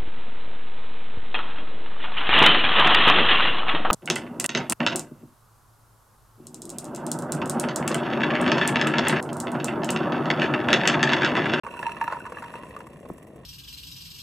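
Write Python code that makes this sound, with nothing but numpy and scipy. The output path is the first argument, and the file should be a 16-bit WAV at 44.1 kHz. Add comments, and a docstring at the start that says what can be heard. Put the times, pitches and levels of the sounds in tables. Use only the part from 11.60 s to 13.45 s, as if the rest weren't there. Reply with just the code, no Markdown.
"""Gel beads poured into a cup

Wet gel beads pour from a bottle into a thin plastic cup among plant leaves, close by in a small room.
They knock on the cup and ring its hollow, floor and walls until the growing heap cushions them.
What stays is soft thuds and clacks on the heap and the ticking of wet skins. Stray beads plop on leaves."""
import sys
import numpy as np
from scipy import signal
from scipy.fft import rfft, irfft
from scipy.io import wavfile

SR = 44100
rng = np.random.default_rng(int(sys.argv[2]) if len(sys.argv) > 2 else 0)


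def bounce(signal):
    """Save signal as a 16-bit WAV file at the path given by the first command-line argument."""
    frames = np.transpose(np.atleast_2d(signal))
    limited = np.clip(frames, -1, 1)
    pcm = np.round(limited * 32767).astype(np.int16)
    wavfile.write(sys.argv[1], SR, pcm)


N = 81585
TIME_S = np.arange(N) / SR


def amp(db):
    """Decibels to gain."""
    return 10 ** (np.asarray(db) / 20)


def unit(x):
    """Scale to rms 1."""
    return x / np.sqrt(np.mean(x ** 2) + 1e-20)


def read(points, hz):
    """Interpolate a table over log frequency."""
    f, value = np.transpose(points)
    return np.interp(np.log(hz + 1), np.log(f), value)


def add(mix, start_s, sound):
    """Mix a sound in at start_s."""
    part = mix[max(round(start_s * SR), 0):][:len(sound)]
    part += sound[:len(part)]


def colour(x, spectrum, size=4096):
    """Minimum-phase filter of unit energy; the spectrum sets shape only."""
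    log_gain = np.log(amp(read(spectrum, abs(np.fft.fftfreq(size, 1 / SR)))))
    taps = np.fft.ifft(np.exp(np.conj(signal.hilbert(log_gain)))).real[:size // 2]
    return signal.fftconvolve(x, taps / np.linalg.norm(taps))[:len(x)]


def decay(t, t60_s):
    """Exponential fall, 60 dB per t60_s."""
    return np.exp(-np.log(1000) * t / t60_s)


def ring(hz, db, t60_s, build_s):
    """One mode: fast build-up, exponential decay."""
    t = np.arange(SR // 4) / SR
    return amp(db) * decay(t, t60_s) * (1 - np.exp(-t / build_s)) * np.sin(2 * np.pi * hz * t)


def burst(t60_s, build_s=0.002):
    """Noise splash with a soft front."""
    t = np.arange(SR // 10) / SR
    return rng.standard_normal(len(t)) * decay(t, t60_s) * (1 - np.exp(-t / build_s))


def shower(per_s, spread_db):
    """Randomly timed impacts of uneven size."""
    size = amp(spread_db * np.minimum(rng.exponential(1, N), 3))
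    return size * rng.choice([-1, 1], N) * (rng.random(N) < per_s / SR)


def crackle(per_s, spread_db, t60_s):
    """Randomly timed tiny noise splashes, rms 1."""
    envelope = signal.lfilter([1], [1, -decay(1 / SR, t60_s)], abs(shower(per_s, spread_db)))
    return unit(envelope * rng.standard_normal(N))


# Rumble spectrum (frequency [Hz], level [dB])
RUMBLE_SPECTRUM = [(20, -17), (40, -13), (60, 4.5), (100, -1), (140, 5.5), (250, -2), (600, -11.5),
                   (1500, -23.5), (4000, -66), (11000, -44), (16000, -41)]


def rumble(level_db=-51):
    """Steady low noise of the room."""
    return amp(level_db) * unit(colour(rng.standard_normal(N), RUMBLE_SPECTRUM))


# Cup wall modes (frequency [Hz], level [dB], t60 [s])
LOWER_WALL_MODES = [(1707, 2.2, 0.037), (1740, 1.9, 0.032)]
UPPER_WALL_MODES = [(2633, 0, 0.039), (2701.6, 3, 0.029), (2818, 2, 0.016), (4040, -14, 0.029),
                    (5710, -18.5, 0.044)]


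def cup(hollow_db, knock_db, lower_db, upper_db, hollow_hz, knock_hz, hollow_t60_s):
    """Cup response to one bead; the spot hit sets the mode levels and bends hollow and knock pitch."""
    out = ring(hollow_hz, hollow_db + 5, hollow_t60_s, build_s=0.002)
    out += ring(knock_hz, knock_db + 11, t60_s=0.025, build_s=0.002)
    for modes, wall_db in ((LOWER_WALL_MODES, lower_db), (UPPER_WALL_MODES, upper_db)):
        for hz, db, t60_s in modes:
            out += ring(hz, wall_db + db, t60_s, build_s=0.001)
    return out


# Hits on the cup, levels before fixed offsets (time [s], contact [dB], hollow [dB], floor knock [dB],
# lower wall [dB], upper wall [dB], hollow pitch [Hz], knock pitch [Hz], hollow t60 [s])
CUP_STRIKES = [(0.0347, -39, -46, -40, -66, -56, 948, 1035, 0.16),
               (0.0479, -59, -37, -43, -57, -43, 940, 1237, 0.16),
               (0.0654, -30, -44, -28, -49, -55.0, 954, 1140, 0.12),
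               (0.1113, -50.0, -44, -55.0, -58, -39, 948, 1140, 0.13),
               (0.1391, -43, -41, -33.5, -54.0, -38, 962, 1060, 0.18),
               (0.1916, -36, -30, -43, -47, -33, 954, 1060, 0.1),
               (0.2285, -27.0, -37, -30.5, -28.5, -35.5, 890, 1073, 0.068),
               (0.2494, -50.0, -36.5, -48.5, -61, -43, 954, 1080, 0.19),
               (0.2575, -52, -30, -50, -40, -40.5, 928.5, 1050, 0.14),
               (0.266, -37, -24.5, -55.0, -33.5, -26.5, 922, 1328, 0.092),
               (0.2935, -32.5, -43, -40.0, -42, -37, 950, 1270, 0.096),
               (0.3185, -43, -39.5, -46, -41, -31.5, 943, 1060, 0.19),
               (0.367, -35.5, -36, -41, -39, -39.5, 958, 1250, 0.045),
               (0.4124, -26.5, -20.5, -30.5, -26, -31, 923, 1170, 0.11),
               (0.4244, -50.0, -25.5, -50, -36, -36, 932, 1350, 0.027),
               (0.4414, -33, -41, -33, -32.5, -35.5, 961, 1224, 0.07),
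               (0.4624, -46, -38, -44, -50, -53, 964, 1032, 0.065),
               (0.4778, -29, -17, -28.5, -31, -32.5, 949, 1354, 0.038),
               (0.5004, -40, -28.5, -35, -42, -67, 984, 1285, 0.024),
               (0.5118, -33.5, -37, -33, -55.0, -60, 935, 1100, 0.11),
               (0.5235, -26, -37, -24, -35, -48, 937, 1040, 0.17),
               (0.5323, -31, -31, -33, -62, -47, 906, 1135, 0.065),
               (0.5453, -50.0, -33.5, -36, -40.5, -62, 969, 1030, 0.069),
               (0.555, -43, -28, -48, -61, -66, 980, 1100, 0.041),
               (0.5672, -44, -28, -36.5, -57, -62, 950, 1310, 0.046),
               (0.6526, -41, -40.5, -32.5, -41, -48, 940, 1069, 0.15),
               (0.6648, -33, -41.0, -35, -45, -46, 991, 1210, 0.11),
               (0.721, -35, -46.0, -32.5, -47, -49, 942, 1106, 0.12),
               (0.7701, -53, -38, -35, -33.5, -62, 905, 1135, 0.04),
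               (0.785, -50.0, -32, -35.5, -42, -38, 920, 1175, 0.02),
               (0.823, -31, -36.0, -42, -48, -59, 939, 1100, 0.16),
               (0.8395, -33, -42.5, -46, -40, -50.0, 958, 1164, 0.13),
               (0.9384, -37, -37, -38, -44, -44, 940, 1210, 0.16),
               (0.9549, -42, -36.5, -48, -51, -37, 943, 1100, 0.14),
               (1.034, -39, -41.0, -40, -55.0, -48, 994, 1090, 0.08),
               (1.1646, -41, -49.5, -31, -50, -46, 931, 1178, 0.17),
               (1.2048, -38, -43, -46, -43.5, -48, 1020, 1130, 0.021),
               (1.268, -48, -47.5, -41, -57, -64, 944, 1104, 0.1)]
# Splatter and snap spectra (frequency [Hz], level [dB])
SPLATTER_SPECTRUM = [(100, -19.5), (400, -5), (750, 1), (1300, 0.5), (2200, -5), (2800, -17), (3300, -27),
                     (5000, -23), (10000, -32), (14000, -50)]
SNAP_SPECTRUM = [(600, -22), (1900, 3.5), (9000, -23)]


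def strikes():
    """Beads hit bare plastic: slap, cup ring, wet splatter and snap."""
    rings, splatter, snaps = np.zeros((3, N))
    for start_s, contact_db, *cup_settings in CUP_STRIKES:
        slap = ring(hz=1378, db=contact_db + 8.5, t60_s=0.011, build_s=0.0005)
        add(rings, start_s, cup(*cup_settings) + slap)
        add(splatter, start_s, amp(contact_db - 2) * burst(t60_s=0.048))
        knock_db, lower_db = cup_settings[1:3]
        hardest_db = max(contact_db, knock_db, lower_db)
        add(snaps, start_s, amp(hardest_db - 8) * burst(t60_s=0.012, build_s=0.00047))
    return rings + colour(splatter, SPLATTER_SPECTRUM) + colour(snaps, SNAP_SPECTRUM)


# Pour levels (time [s], patter [dB], thuds [dB], ticks [dB], clacks [dB])
POUR_LEVELS = [(.04, -52.5, -46, -58, -56.5), (.27, -45.5, -44.5, -53.5, -45.5),
               (.39, -48.5, -47, -66.5, -47.5), (.55, -45.5, -45, -52, -50.5),
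               (0.621, -48, -46, -58, -54.5), (0.942, -53, -48, -57.5, -44.5), (1.12, -57, -48.5, -63, -54),
               (1.35, -70.5, -48, -64, -57), (1.6, -71, -50, -66.5, -62.5), (1.85, -80, -50, -67, -61.5)]


def pour_gain(layer):
    """Gain of one layer over the course of the pour."""
    times_s, *levels_db = np.transpose(POUR_LEVELS)
    column = ("patter", "thuds", "ticks", "clacks").index(layer)
    return amp(np.interp(TIME_S, times_s, levels_db[column]))


def patter(per_s=380, spots=40):
    """Light rebounds ring the cup, fading as it fills."""
    out = np.zeros(N)
    for _ in range(spots):
        modes_db = np.array([-1.5, -2, -9, -3]) + 3 * rng.standard_normal(4)
        hollow_hz, knock_hz = rng.uniform(904, 995), rng.uniform(999, 1515)
        response = cup(*modes_db, hollow_hz, knock_hz, hollow_t60_s=0.05)[:SR // 12]
        out += signal.oaconvolve(shower(per_s / spots, spread_db=5), response)[:N]
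    return unit(out) * pour_gain("patter")


# Thud and clack spectra (frequency [Hz], level [dB])
THUD_SPECTRUM = [(60, -30.5), (110, -2), (160, 1.5), (250, 1), (400, 2), (620, 1.5), (800, -11),
                 (1200, -54), (2500, -40)]
CLACK_SPECTRUM = [(300, -10.5), (700, -10.5), (1050, 13), (1200, 2), (1350, -6.5), (1600, -6), (1850, 6.5),
                  (2150, -7.5), (2700, -0.5), (3400, -11), (5000, -22.5), (8000, -24), (11500, -16),
                  (13500, -53)]
# Single clacks on the heap (time [s], level [dB])
HEAP_CLACKS = [(0.996, -39), (1.093, -59), (1.106, -35), (1.128, -39.5), (1.33, -40.5), (1.391, -43),
               (1.429, -42), (1.453, -35.5), (1.488, -45.5), (1.58, -42), (1.625, -45), (1.669, -45),
               (1.723, -54), (1.759, -45)]


def heap():
    """Beads land on beads and soil: soft thuds, small damped clacks."""
    thuds = unit(colour(shower(per_s=260, spread_db=2), THUD_SPECTRUM)) * pour_gain("thuds")
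    clacks = crackle(per_s=480, spread_db=3.5, t60_s=0.011) * pour_gain("clacks")
    for start_s, db in HEAP_CLACKS:
        add(clacks, start_s, amp(db) * burst(t60_s=0.027))
    return thuds + colour(clacks, CLACK_SPECTRUM)


# Bead-on-bead ticks (time [s], level [dB], gain above the cutoff [dB])
WET_TICKS = [(0.065, -54, -25), (0.19, -35, -5), (0.211, -48, 10), (.265, -36, -25), (.318, -35.5, -22),
             (0.412, -37, -25), (0.436, -34.5, 3), (.478, -41, -12), (0.595, -39.5, -25), (0.722, -40, -18),
             (0.771, -49, -9), (0.787, -52, 5), (0.825, -44, -6), (0.937, -50, -25), (.954, -42, -25),
             (1.091, -43.5, 1), (1.162, -41.5, -8), (1.188, -39.5, -11), (1.267, -39.5, -6),
             (1.329, -47, -18), (1.486, -42.5, 3), (1.533, -45, 5), (1.579, -40, -12), (1.627, -41.5, -6),
             (1.668, -45, 0), (1.758, -45, -2)]
# Tick spectrum (frequency [Hz], level [dB])
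TICK_SPECTRUM = [(1000, -22), (2000, 10), (3300, 0), (4200, -18.5), (4900, -6), (5700, -2.5), (6900, -4.5),
                 (7900, 5), (9000, 0), (11500, 5), (13000, 8.5), (16000, -3)]


def ticks(cutoff_hz=12100, trim_db=-3.5):
    """Wet skins touch and part: crackle and ticks, low-passed; a few ticks keep treble above that."""
    body = crackle(per_s=240, spread_db=5, t60_s=0.035) * pour_gain("ticks")
    treble = np.zeros(N)
    for start_s, db, treble_db in WET_TICKS:
        tick = amp(db + trim_db) * burst(t60_s=0.037)
        add(body, start_s, tick)
        add(treble, start_s, amp(treble_db) * tick)
    lowpass = signal.butter(16, cutoff_hz, "low", fs=SR, output="sos")
    highpass = signal.butter(16, cutoff_hz, "high", fs=SR, output="sos")
    return colour(signal.sosfilt(lowpass, body) + signal.sosfilt(highpass, treble), TICK_SPECTRUM)


# Soft landings (time [s], level [dB], pitch [Hz], t60 [s])
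LEAF_PLOPS = [(.524, -32, 600, 0.084), (0.721, -30.5, 488, 0.05), (0.954, -28, 474, 0.022),
              (.993, -36.5, 573, 0.044), (1.034, -26.5, 332, 0.016), (1.105, -34, 484, 0.036),
              (1.165, -36.5, 428, 0.065), (1.356, -38.5, 146, .09), (1.43, -41, 580, 0.072),
              (1.451, -26.5, 525, 0.011), (1.5003, -23.5, 1040, 0.0084), (1.5012, -22.5, 620, 0.01),
              (1.502, -21.5, 331, 0.023), (1.512, -28.5, 183, 0.056)]


def plops():
    """Stray beads land on thick leaves and the gel heap, ringing damped modes."""
    out = np.zeros(N)
    for start_s, db, hz, t60_s in LEAF_PLOPS:
        add(out, start_s, ring(hz, db, t60_s, build_s=0.00054))
    return out


# Phase between ports (frequency [Hz], left lead [rad])
PORT_LEAD = [(50, 0), (550, .25), (800, -.15), (1300, .15), (2050, 0), (2400, -1.1), (2500, -3.9),
             (2750, -5.4), (2870, -3.1), (3100, -3.1), (3300, -1.4), (3900, -.4), (4550, -1), (5000, -3.1),
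             (5200, -5.1), (5900, -6.3), (7400, -6.3), (8200, -7.2), (10500, -8), (12500, -9.2),
             (16000, -9.4)]
# Balance between ports (frequency [Hz], left minus right [dB])
PORT_LEVEL = [(200, 0), (700, 4), (930, -1), (1150, -4.5), (1400, 0.5), (2150, -2), (2500, -3),
              (2850, -5.5), (3300, 4), (4200, 1.5), (6000, 1), (16000, -0.5)]


def ports(x, taper_hz=420):
    """Direct sound reaches two microphone ports with unequal phase and level."""
    hz = np.fft.rfftfreq(2 * N, 1 / SR)
    lead_rad = read(PORT_LEAD, hz) * np.minimum(hz / taper_hz, 1)  # bass tends to mono
    left = amp(read(PORT_LEVEL, hz) / 2) * np.exp(0.5j * lead_rad)
    return irfft(rfft(x, 2 * N) * np.array([left, 1 / left]))[:, :N]


def room(x, level_db=-13.5, t60_s=0.16, predelay_s=0.004):
    """Short, faint reverberation, independent on each side."""
    t = np.arange(SR // 2) / SR
    tail = rng.standard_normal((2, len(t))) * decay(t, t60_s) * (t > predelay_s)
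    return amp(level_db) * signal.fftconvolve(x[None], tail / np.linalg.norm(tail[0]), axes=1)[:, :N]


# Cup position (time [s], left minus right [dB])
CUP_BALANCE = [(0, -1.5), (.5, 0), (1.2, 3)]


def scene():
    """Beads over room rumble; the cup drifts right to left, some ticking comes from all around."""
    plastic = strikes() + patter()
    soft = heap() + plops() + ticks()
    pan_db = np.interp(TIME_S, *np.transpose(CUP_BALANCE))
    direct = amp([pan_db / 2, -pan_db / 2]) * ports(plastic) + ports(soft + rumble())
    diffuse_ticks = amp(-8.5) * np.array([ticks(), ticks()])
    return direct + diffuse_ticks + room(plastic + soft)


def record(dry):
    """Brief silence, fast fade-in, low-pass."""
    start_s, fade_s, cutoff_hz = 0.034, 0.002, 16000
    fade_in = np.clip((TIME_S - start_s) / fade_s, 0, 1)
    lowpass = signal.firwin(511, cutoff_hz, window=("kaiser", 9), fs=SR)
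    return signal.oaconvolve(dry * fade_in, lowpass[None], "same")


dry = scene()
out = record(dry)
bounce(out)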